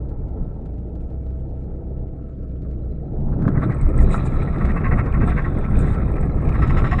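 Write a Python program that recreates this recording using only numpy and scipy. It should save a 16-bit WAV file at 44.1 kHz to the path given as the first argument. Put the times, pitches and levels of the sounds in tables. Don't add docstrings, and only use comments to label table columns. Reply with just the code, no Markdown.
import sys
import numpy as np
from scipy import signal
from scipy.fft import rfft, irfft, next_fast_len
from scipy.io import wavfile
from scipy.ndimage import uniform_filter1d, map_coordinates

SR = 44100
rng = np.random.default_rng(int(sys.argv[2]) if len(sys.argv) > 2 else 0)


def persist_wave(psi):
    counts = np.round(np.clip(psi, -1, 1) * 32767).astype(np.int16)
    wavfile.write(sys.argv[1], SR, np.atleast_2d(counts).T)


N = 308700

# [time_s, stoniness (0-1), roughness_db]
GROUND_CURVE = [(0, 0.15, -11.5), (1, 0.12, -14), (2.3, 0.05, -14.5), (3.05, 0, -9.5), (3.3, 0.01, 2.5),
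                (3.75, 1, -5), (4.1, 0.87, 1.5), (4.5, 0.93, -2), (4.9, 0.85, 0.5), (5.55, 0.88, -2),
                (6.35, 0.9, -1), (6.8, 0.94, 3.5), (7, 0.76, -1)]
# [time_s, roar_edge_hz, clatter_edge_hz]
EDGE_CURVES = [(0, 1074, 2600), (.8, 964, 2600), (2.1, 925, 2400), (2.4, 660, 2300), (2.6, 765, 2300),
               (3.0, 740.8, 2200), (3.33, 1149, 2000), (3.48, 742, 2180), (4.0, 760, 2500),
               (4.4, 810, 2700), (4.9, 850, 3100), (5.5, 880.3, 3000), (6.3, 900, 2550), (6.7, 950, 3200),
               (7, 950, 3300)]


def trim(rise_s, fall_s):
    # [freq_hz, width_hz, lift_db]
    soft_modes = [(722, 26, 13), (1085, 18, 14.5), (1142, 20, 12), (1320, 50, 5), (1590, 34, 12),
                  (1795, 40, 5), (1904, 42, 13), (2030, 50, 6), (2190, 70, 5), (2604, 30, 7),
                  (2773, 32, 11), (3360, 45, 8), (3631, 45, 9), (3878, 35, 9)]
    # [freq_hz, density_db]
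    soft_spectrum = [(300, -8), (520, -2.5), (730, -5), (900, -10), (1150, -4.5), (1450, -9), (1950, -5),
                     (2650, -14.5), (3000, -44), (3800, -26), (4500, -25.5), (8000, -56.5), (14000, -69)]
    # [freq_hz, width_hz, lift_db]
    hard_modes = [(2740, 63, 1.5), (4050, 90, 3.5), (5100, 110, 5), (5450, 75, 4.5), (6750, 160, 5)]
    # [freq_hz, density_db]
    hard_spectrum = [(2000, 0), (2750, 9), (3100, 5.5), (4100, -0.5), (4500, -15), (4900, -5.5),
                     (5450, -4.5), (5900, -24.5), (6700, -10), (9000, -15), (10500, -41.5)]
    # [time_s, hard_contact_db, buzz_db]
    hard_curve = [(4.88, -59, -83), (4.99, -40, -82), (5.12, -48, -89), (5.29, -41, -76), (5.5, -43, -86),
                  (6.45, -48.5, -76), (6.62, -35, -58), (6.78, -27.5, -57.5), (7, -38, -49)]

    shake = ripple_shake(rise_s, fall_s)
    chatter = even(grains(per_s=1700, spread_db=-0.5), span_s=0.0027)
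    contacts = shake * chatter * from_db(0.75 * drift(60))

    soft = colour(ring(contacts, soft_modes, vary_db=3), soft_spectrum)
    soft = dull_above(soft, in_time(EDGE_CURVES)[1], treble_db=-13.5)

    hard_db, buzz_db = in_time(hard_curve)
    buzz = from_db(buzz_db) * stoniness() * chatter
    hard = ring(from_db(hard_db) * contacts + buzz, hard_modes, vary_db=2.5)
    return from_db(-17.5) * soft + colour(hard, hard_spectrum)


def ripple_shake(rise_s, fall_s):
    # [start_s, contact_s, level_db]
    ripples = [(3.546, 0.035, -27.5), (3.618, 0.018, -16), (3.696, .032, -23.5), (3.808, 0.022, -35.5),
               (4.135, 0.051, -35.5), (4.205, 0.016, -36), (4.47, 0.013, -27), (4.604, 0.018, -17),
               (4.644, 0.0081, -17.5), (4.685, 0.021, -20), (4.758, 0.021, -16.5), (4.837, 0.035, -14.5),
               (4.907, 0.03, -17), (4.978, 0.03, -17.5), (5.055, 0.016, -25.5), (5.133, 0.022, -22),
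               (5.205, 0.035, -19.5), (5.273, 0.057, -19), (5.364, 0.033, -14.5), (5.44, 0.024, -20),
               (5.868, 0.039, -30.5), (5.922, 0.031, -32), (5.994, 0.021, -27.5), (6.075, 0.016, -33),
               (6.153, 0.036, -24), (6.223, 0.021, -25), (6.415, 0.017, -31.5), (6.538, 0.024, -20),
               (6.616, 0.022, -16.5), (6.694, 0.015, -16.5), (6.767, 0.028, -15.5), (6.839, 0.04, -18.5),
               (6.909, 0.026, -11.5), (6.984, .025, -9.5)]
    t, shake = np.arange(N) / SR, np.zeros(N)
    for start_s, contact_s, level_db in ripples:
        first = int(start_s * SR)
        near = slice(first, first + SR // 5)
        age_s = np.maximum(t[near] - start_s, 0)
        rise = 1 - np.exp(-age_s / rise_s)
        fall = np.exp(-np.maximum(age_s - contact_s, 0) / fall_s)
        shake[near] += from_db(level_db) * rise * fall
    return shake


def body():
    shudder_db, boom_db, sand_damping_db = -21.5, -23.5, 3
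    rough_db, sway_db, _ = ride()
    motion_db = rough_db + sway_db
    boom_db = boom_db + motion_db - sand_damping_db * (1 - stoniness())
    shudder = from_db(shudder_db + motion_db) * body_mode(hz=23.5, width_hz=14)
    return shudder + from_db(boom_db) * body_mode(hz=61, width_hz=24)


def body_mode(hz, width_hz):
    noise = rng.standard_normal(N + SR)
    swing = resonate(resonate(noise, hz, width_hz), hz, width_hz)[SR:]
    return even(swing, span_s=0.23)


def tyres():
    # [freq_hz, density_db]
    drum_spectrum = [(40, -12), (60, -16.5), (82, -7), (102, 1), (118, 0), (142, 2), (175, -3.5), (215, -5),
                     (260, -11.5), (340, -28.5)]
    # [freq_hz, density_db]
    roar_spectrum = [(200, -20), (280, 2), (350, 0), (480, -6), (550, -8), (650, -11.5), (850, -14.5),
                     (1150, -25), (1500, -31.5)]
    drum_db, roar_db, roar_follows = -22.5, -33, 0.67

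    rough_db, _, load_db = ride()
    push_db = rough_db + load_db
    drum = even(colour(grains(per_s=900, spread_db=3), drum_spectrum), span_s=0.14)
    roar = even(colour(grains(per_s=2500, spread_db=2.5), roar_spectrum), span_s=0.089)
    roar = roar * from_db(1.9 * drift(14))
    roar = dull_above(roar, in_time(EDGE_CURVES)[0], treble_db=-23.0)
    return from_db(drum_db + push_db) * drum + from_db(roar_db + roar_follows * push_db) * roar


def engine():
    # [time_s, firing_hz, level_db]
    engine_curve = [(0, 59.8, -31), (.35, 62.2, -34.5), (.62, 56.96, -34), (.88, 60.67, -31.5),
                    (1.2, 64.8, -31.5), (2.0, 64.52, -31), (2.35, 64.55, -35), (2.65, 62.23, -31.5),
                    (3.7, 60.8, -40.5), (4.05, 66, -29.5), (4.4, 62.94, -36), (5.85, 61.4, -29),
                    (6.3, 64.97, -31), (7, 66.17, -33)]
    # [multiple of the firing rate, level_db]
    order_levels = [(.5, -8.5), (1, 1.5), (1.5, -10), (2, -9), (2.5, -23.5), (3, -13.5), (3.5, -21.5),
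                    (4, -22), (4.5, -20), (5, -21), (6, -23.5), (7, -22), (7.5, -21), (8, -24), (10, -24)]
    waver_db, flutter_db, flutter_per_s = 1.5, 1.5, 22

    firing_hz, engine_db = in_time(engine_curve)
    jitter = 0.0051 * drift(8) + 0.0065 * drift(flutter_per_s)
    phase = 2 * np.pi * np.cumsum(firing_hz * (1 + jitter)) / SR
    orders = 0
    for multiple, level_db in order_levels:
        order = round(2 * multiple) / 2
        order_db = level_db + waver_db * drift(7) + flutter_db * drift(flutter_per_s)
        orders = orders + from_db(order_db) * np.sin(order * phase + rng.uniform(0, 2 * np.pi))
    return np.sqrt(2) * from_db(engine_db) * orders


def gravel():
    # [freq_hz, width_hz, lift_db]
    arch_modes = [(1085, 20, 4), (1310, 90, 1), (1904, 45, 3), (3360, 60, 3), (3631, 50, 4), (3878, 50, 4)]
    # [time_s, crunch_db, grit_db]
    stone_curve = [(0, -58.5, -83.5), (.8, -63.5, -95.5), (2, -62, -94), (3.05, -60.5, -86.5),
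                   (3.3, -60, -73.5), (3.45, -44, -69.5), (3.6, -39, -67.5), (3.9, -40, -82),
                   (4.15, -37, -51.5), (4.55, -37, -57.5), (4.7, -36, -57.5), (4.82, -34.5, -70),
                   (5.12, -35.5, -67.5), (5.42, -36.5, -55), (5.65, -38.5, -59.5), (6.1, -38.5, -62.5),
                   (6.36, -39.5, -79), (6.5, -33.5, -61), (6.65, -32.5, -53.5), (7, -32, -51)]
    crunch_db, grit_db = in_time(stone_curve)
    flung_stones, flung_grit = spray()
    crunch = stone_crunch() * np.hypot(from_db(crunch_db), flung_stones)
    crunch = hollow_out(crunch)
    grit = arch_hiss(flying_grit() * np.hypot(from_db(grit_db), flung_grit))
    in_arches = ring(from_db(0.5) * crunch + from_db(-2.5) * grit, arch_modes, vary_db=2.0)
    return in_arches + from_db(9.5) * pebble_ticks()


def stone_crunch():
    # [freq_hz, density_db]
    crunch_spectrum = [(400, -6), (620, -0.5), (900, -1.5), (1120, -0.5), (1330, 5.5), (1520, -1.5),
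                       (1900, -6), (2500, -11), (2950, -35), (4500, -52.5)]
    stony = stoniness()
    grinding = colour(grains(per_s=1000, spread_db=0.0) * from_db(1.5 * drift(18)), crunch_spectrum)
    clacks = own_pitches(grains(per_s=110, spread_db=1.5), low_hz=650, high_hz=2400, q=24)
    crunch = from_db(-0.3) * grinding + from_db(-6) * stony * clacks
    crunch = crunch * tyre_grip()
    muffled = signal.sosfilt(signal.butter(2, 1700, fs=SR, output="sos"), crunch)
    crunch = np.sqrt(stony) * crunch + np.sqrt(1 - stony) * muffled
    return dull_above(crunch, in_time(EDGE_CURVES)[1], treble_db=-7)


def tyre_grip():
    ripple_period_s, swing_db, onset_db = .072, 2.5, -28
    shake = ripple_shake(rise_s=.004, fall_s=.008)
    usual = uniform_filter1d(shake, int(ripple_period_s * SR))
    return from_db(swing_db * (shake - usual) / (usual + from_db(onset_db)))


def hollow_out(crunch):
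    # [time_s, depth of the dip (0-1)]
    hollow_curve = [(3.6, 0), (4, 1), (4.5, 0.39), (4.8, 0.23), (5.95, 0), (6.15, 0.99), (6.5, 0.93),
                    (6.7, 0.35)]
    depth = np.clip(in_time(hollow_curve)[0], 0, 1)
    return crunch - depth * resonate(crunch, hz=1500, width_hz=320)


def flying_grit():
    # [freq_hz, density_db]
    grit_spectrum = [(1500, -5), (2600, 6.5), (3050, -7), (3550, 1), (4000, -1), (4400, -16), (5300, -13.5),
                     (6100, -21), (7100, -19.5), (9000, -32.5), (15000, -33.5)]
    contacts = grains(per_s=500 + 4000 * stoniness(), spread_db=4.0)
    return colour(even(contacts * from_db(3.7 * drift(15)), span_s=0.1), grit_spectrum)


def arch_hiss(grit):
    # [time_s, centre_hz]
    hiss_curve = [(3.6, 3880), (4.45, 3930), (4.9, 3760), (5.35, 3490), (5.6, 3430), (5.9, 3690),
                  (6.2, 3800), (7, 3750)]
    band = moving_band(grit, in_time(hiss_curve)[0], width_hz=160)
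    return grit + from_db(6) * stoniness() * band


def spray():
    # [centre_s, half_length_s, stones_db, grit_db]
    sprays = [(0.118, 0.0081, -50, -78), (0.23, 0.016, -56, -88), (2.652, 0.015, -52, -76),
              (3.164, 0.01, -53, -71), (3.285, 0.014, -46.5, -78), (3.333, 0.015, -41, -83),
              (3.561, 0.016, -34.5, -71), (3.64, 0.017, -33, -46.5), (4.005, 0.033, -32, -57),
              (4.145, 0.056, -31, -45), (4.264, 0.0099, -34.5, -47.5), (4.427, 0.0072, -29.5, -49),
              (4.99, 0.019, -29.5, -62), (5.284, 0.023, -34.5, -45), (5.837, 0.094, -38, -50.5)]
    centre_s, half_s, stones_db, grit_db = np.transpose(sprays)
    return swells(centre_s, half_s, from_db(stones_db)), swells(centre_s, half_s, from_db(grit_db))


def pebble_ticks():
    # [start_s, level_db]
    set_pebbles = [(.09, -60.5), (.283, -63), (.553, -67), (.655, -59.5), (.735, -68), (.782, -67),
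                   (.952, -64), (1.005, -63), (1.04, -67), (1.1, -65), (1.142, -72), (1.262, -63),
                   (1.303, -65), (1.35, -68), (1.398, -69), (1.5, -73), (1.57, -69), (1.6, -70),
                   (1.635, -65), (1.975, -68), (2.29, -71), (2.62, -65), (2.707, -63.5), (3.42, -53),
                   (3.479, -49.5), (3.722, -53.5), (3.848, -60), (4.262, -49), (4.582, -54), (4.652, -45.5),
                   (5.056, -51), (5.94, -49), (6.49, -49), (6.672, -44)]
    # [freq_hz, density_db]
    tick_spectrum = [(600, -5), (1350, 4.5), (2200, -6.5), (4000, -10.5), (5500, -18), (8300, -19.5),
                     (12000, -40)]
    rows = set_pebbles + stray_pebbles()
    return colour(skitter(rows, rise_s=0.00081, decay_s=0.009), tick_spectrum)


def stray_pebbles():
    per_s, sand_db, stones_add_db, spread_db = 8.5, -80.5, 12, 3
    at = np.flatnonzero(rng.random(N) < per_s / SR)
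    level_db = sand_db + stones_add_db * stoniness() + spread_db * rng.standard_normal(N)
    return list(zip(at / SR, level_db[at]))


def stone_knocks():
    # [start_s, level_db]
    knocks = [(3.395, -34.5), (3.422, -31), (3.453, -32), (3.479, -17.5), (3.579, -26.5), (3.697, -21.5),
              (4.074, -30.5), (4.143, -18), (4.769, -29), (4.92, -22), (5.136, -31), (5.173, -24.5),
              (5.584, -25.5), (6.266, -39.5), (6.296, -31.5), (6.772, -20), (6.843, -18)]
    # [freq_hz, density_db]
    knock_spectrum = [(250, -6), (600, 3.5), (900, -2), (1250, 5.5), (1900, -8.5), (2300, -22), (2900, -31),
                      (5000, -43), (12000, -57)]
    return from_db(15.0) * colour(blows(knocks, decay_s=0.006, scatter=0.18), knock_spectrum)


def loose_metal():
    # [start_s, level_db]
    jingles = [(3.477, -58.5), (3.6346, -58), (3.7439, -44), (3.8122, -39), (3.8886, -47), (3.9772, -40.5),
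               (4.1116, -39), (4.2579, -56), (5.2754, -54), (5.5832, -45.5), (5.7903, -32.5), (5.8817, -44),
               (6.114, -44), (6.2076, -39), (6.548, -47), (6.6707, -45)]
    # [freq_hz, width_hz, lift_db]
    metal_modes = [(3980, 90, 9), (7140, 90, 5), (7384, 80, 4), (7555, 80, 4), (7990, 80, 6),
                   (8384, 100, 7), (8600, 100, 4)]
    # [freq_hz, density_db]
    tick_spectrum = [(3000, -18.5), (3900, -9.5), (4600, -16), (6200, -17.5), (7100, -12.5), (8300, 9),
                     (8900, -8), (10000, -25.5), (15000, -34.5)]
    # [start_s, level_db]
    ping_rows = [(1.71, -75), (1.77, -75), (1.89, -77), (2.823, -64), (2.91, -62), (2.95, -69),
                 (3.045, -71), (3.075, -69), (3.232, -70), (6.284, -60), (6.316, -52)]
    tremble_db, spray_db = -71, -12.5

    rough_db, _, _ = ride()
    drive = from_db(tremble_db + rough_db) + from_db(spray_db) * spray()[1]
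    patter = even(grains(per_s=1200, spread_db=3.5) * from_db(4.5 * drift(30)), span_s=0.09)
    tremble = stoniness() ** 2 * drive * patter
    contacts = tremble + from_db(0.5) * blows(jingles, decay_s=0.0059, scatter=0.3)
    jingle = colour(ring(contacts, metal_modes, vary_db=1.5), tick_spectrum)
    pings = resonate(blows(ping_rows, decay_s=.012, scatter=.05), hz=4030, width_hz=55)
    return from_db(0.5) * jingle + from_db(40) * pings


def showers():
    # [centre_s, half_length_s, level_db]
    surges = [(4.026, 0.018, -51), (4.147, 0.03, -46.5), (4.263, .014, -50.5), (4.313, 0.079, -67),
              (5.81, 0.019, -52), (5.9, 0.042, -61)]
    # [freq_hz, density_db]
    hiss_spectrum = [(5000, -12.5), (6300, -13), (7000, 3), (8300, -0.5), (9300, -3), (10500, -19),
                     (12000, -28), (15000, -23)]
    centre_s, half_s, level_db = np.transpose(surges)
    patter = even(grains(per_s=3400, spread_db=3.5), span_s=0.033)
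    return swells(centre_s, half_s, from_db(level_db)) * colour(patter, hiss_spectrum)


def sand():
    # [time_s, level_db]
    sand_curve = [(0, -74), (.35, -73), (1.1, -72), (1.6, -71), (1.8, -74), (2.1, -74), (2.45, -70),
                  (3, -72), (3.3, -69)]
    # [freq_hz, density_db]
    crackle_spectrum = [(1300, 2), (2300, 3), (3200, -3), (4200, -4), (5500, -10.5), (8300, -9),
                        (11000, -14.5)]
    clumps = even(grains(per_s=3500, spread_db=4.5) * from_db(3.4 * drift(24)), span_s=0.08)
    crackle = own_pitches(clumps, low_hz=1410, high_hz=8500, q=14)
    return from_db(in_time(sand_curve)[0]) * rms_one(colour(crackle, crackle_spectrum))


def cabin(x, t60_s, wet_db):
    age_s = np.arange(SR // 5) / SR
    tail = rng.standard_normal(len(age_s)) * from_db(-60 * age_s / t60_s) * (age_s > .002)
    tail = tail / np.sqrt(np.sum(tail ** 2))
    return x + from_db(wet_db) * signal.fftconvolve(x, tail)[:N]


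def ride():
    # [centre_s, half_length_s, sway_db, load_db]
    bumps = [(0.225, 0.13, 6, 0.5), (0.416, 0.037, 13.5, 5.5), (1.324, 0.049, 3, -1), (2.022, 0.037, 10, 2),
             (3.325, 0.072, -2, -4), (3.472, 0.047, -7.5, 9), (3.651, 0.11, 0, 8), (3.842, 0.036, 10, -0.5),
             (4.014, 0.098, 9, 2), (4.63, 0.044, 4.5, 2.5), (4.961, 0.034, 1, 5.5), (5.23, 0.05, 5.5, 6),
             (5.812, 0.13, 6.5, 4), (6.632, 0.049, 2, 1)]
    centre_s, half_s, sway_db, load_db = np.transpose(bumps)
    rough_db = in_time(GROUND_CURVE)[1]
    return rough_db, swells(centre_s, half_s, sway_db), swells(centre_s, half_s, load_db)


def stoniness():
    return np.clip(in_time(GROUND_CURVE)[0], 0, 1)


def grains(per_s, spread_db):
    sizes = from_db(spread_db * np.minimum(rng.exponential(1, N), 4)) * rng.choice([-1, 1], N)
    return rms_one(sizes * (rng.random(N) < per_s / SR))


def click_train(rows):
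    clicks = np.zeros(N)
    for start_s, level_db in rows:
        clicks[int(start_s * SR)] = from_db(level_db)
    return clicks


def decay(clicks, tau_s):
    return signal.lfilter([1], [1, -np.exp(-1 / (tau_s * SR))], clicks + 1e-18)


def blows(rows, decay_s, scatter):
    clicks = click_train(rows)
    return clicks + scatter * decay(clicks, decay_s) * grains(per_s=490, spread_db=-4.0)


def skitter(rows, rise_s, decay_s):
    clicks = click_train(rows)
    envelope = decay(clicks, decay_s) - decay(clicks, rise_s)
    return envelope * even(grains(per_s=1200, spread_db=-1.5), span_s=0.011)


def own_pitches(clicks, low_hz, high_hz, q):
    pitches_hz = np.geomspace(low_hz, high_hz, 16)
    dealt = rng.integers(0, len(pitches_hz), N)
    total = 0
    for k, hz in enumerate(pitches_hz):
        total = total + resonate(clicks * (dealt == k), hz, hz / q) / np.sqrt(hz)
    return rms_one(total)


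def resonate(x, hz, width_hz):
    r = np.exp(-np.pi * width_hz / SR)
    zeros = np.array([1, 0, -1]) * (1 - r * r) / 2
    poles = [1, -2 * r * np.cos(2 * np.pi * hz / SR), r * r]
    return signal.lfilter(zeros, poles, x + 1e-18)


def ring(x, modes, vary_db):
    for hz, width_hz, lift_db in modes:
        lift = from_db(lift_db + vary_db * np.clip(drift(7), -2, 2)) - 1
        x = x + resonate(x * lift, hz, width_hz)
    return x


def moving_band(x, hz, width_hz):
    turn = np.exp(2j * np.pi * np.cumsum(hz) / SR)
    r = np.exp(-np.pi * width_hz / SR)
    return 2 * np.real(turn * signal.lfilter([1 - r], [1, -r], x / turn))


def colour(x, spectrum):
    size = 2 * next_fast_len(N)
    hz, db = np.transpose(spectrum)
    f = np.fft.rfftfreq(size, 1 / SR) + 1
    gain = from_db(np.interp(np.log(f), np.log(hz), db))
    low_end, high_end = 1 + (hz[0] / f / 2) ** 4, 1 + (f / hz[-1] / 2) ** 4
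    gain = rms_one(gain / low_end / high_end)
    cepstrum = irfft(np.log(gain + 1e-9), size)
    cepstrum[1:size // 2] *= 2
    cepstrum[size // 2 + 1:] = 0
    return irfft(rfft(x, size) * np.exp(rfft(cepstrum)), size)[:N]


def dull_above(x, edge_hz, treble_db):
    edges_hz, low = np.geomspace(edge_hz.min(), edge_hz.max(), 7), 0
    for hz, share in zip(edges_hz, np.eye(len(edges_hz))):
        lowpass = signal.butter(10, hz, fs=SR, output="sos")
        low = low + np.interp(edge_hz, edges_hz, share) * signal.sosfiltfilt(lowpass, x)
    return low + from_db(treble_db) * (x - low)


def swells(centre_s, half_s, height):
    t = np.arange(0, N, 40) / SR
    bells = sum(h * np.exp(-((t - at) / half) ** 2) for at, half, h in zip(centre_s, half_s, height))
    return np.interp(np.arange(N) / SR, t, bells)


def drift(rate):
    knots = rng.standard_normal(4000)
    return rms_one(map_coordinates(knots, [np.arange(N) / SR * rate * 2], order=1, mode="wrap"))


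def even(x, span_s):
    size = max(int(span_s * SR), 2)
    power = uniform_filter1d(uniform_filter1d(x * x, size), size)
    return x / np.sqrt(np.abs(power) + 1e-12)


def in_time(rows):
    time_s, *columns = np.transpose(rows)
    return [np.interp(np.arange(N) / SR, time_s, c) for c in columns]


def rms_one(x):
    return x / np.sqrt(np.mean(x ** 2) + 1e-20)


def from_db(db):
    return 10 ** (np.asarray(db) / 20)


def scene():
    clatter = trim(rise_s=0.0024, fall_s=0.0074) + gravel() + stone_knocks()
    clatter = clatter + loose_metal() + showers() + sand()
    clatter = from_db(-4.0) * cabin(clatter, t60_s=0.056, wet_db=-12.5)
    hiss = from_db(-96.5) * rng.standard_normal(N)
    return (clatter + body() + tyres() + engine() + hiss)[None]


def record(dry):
    x = signal.sosfilt(signal.butter(2, 14, "high", fs=SR, output="sos"), dry)
    x = x * signal.windows.tukey(N, .001)
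    return signal.sosfilt(signal.cheby2(12, 70, 15500, fs=SR, output="sos"), x)


dry = scene()
out = record(dry)
persist_wave(out)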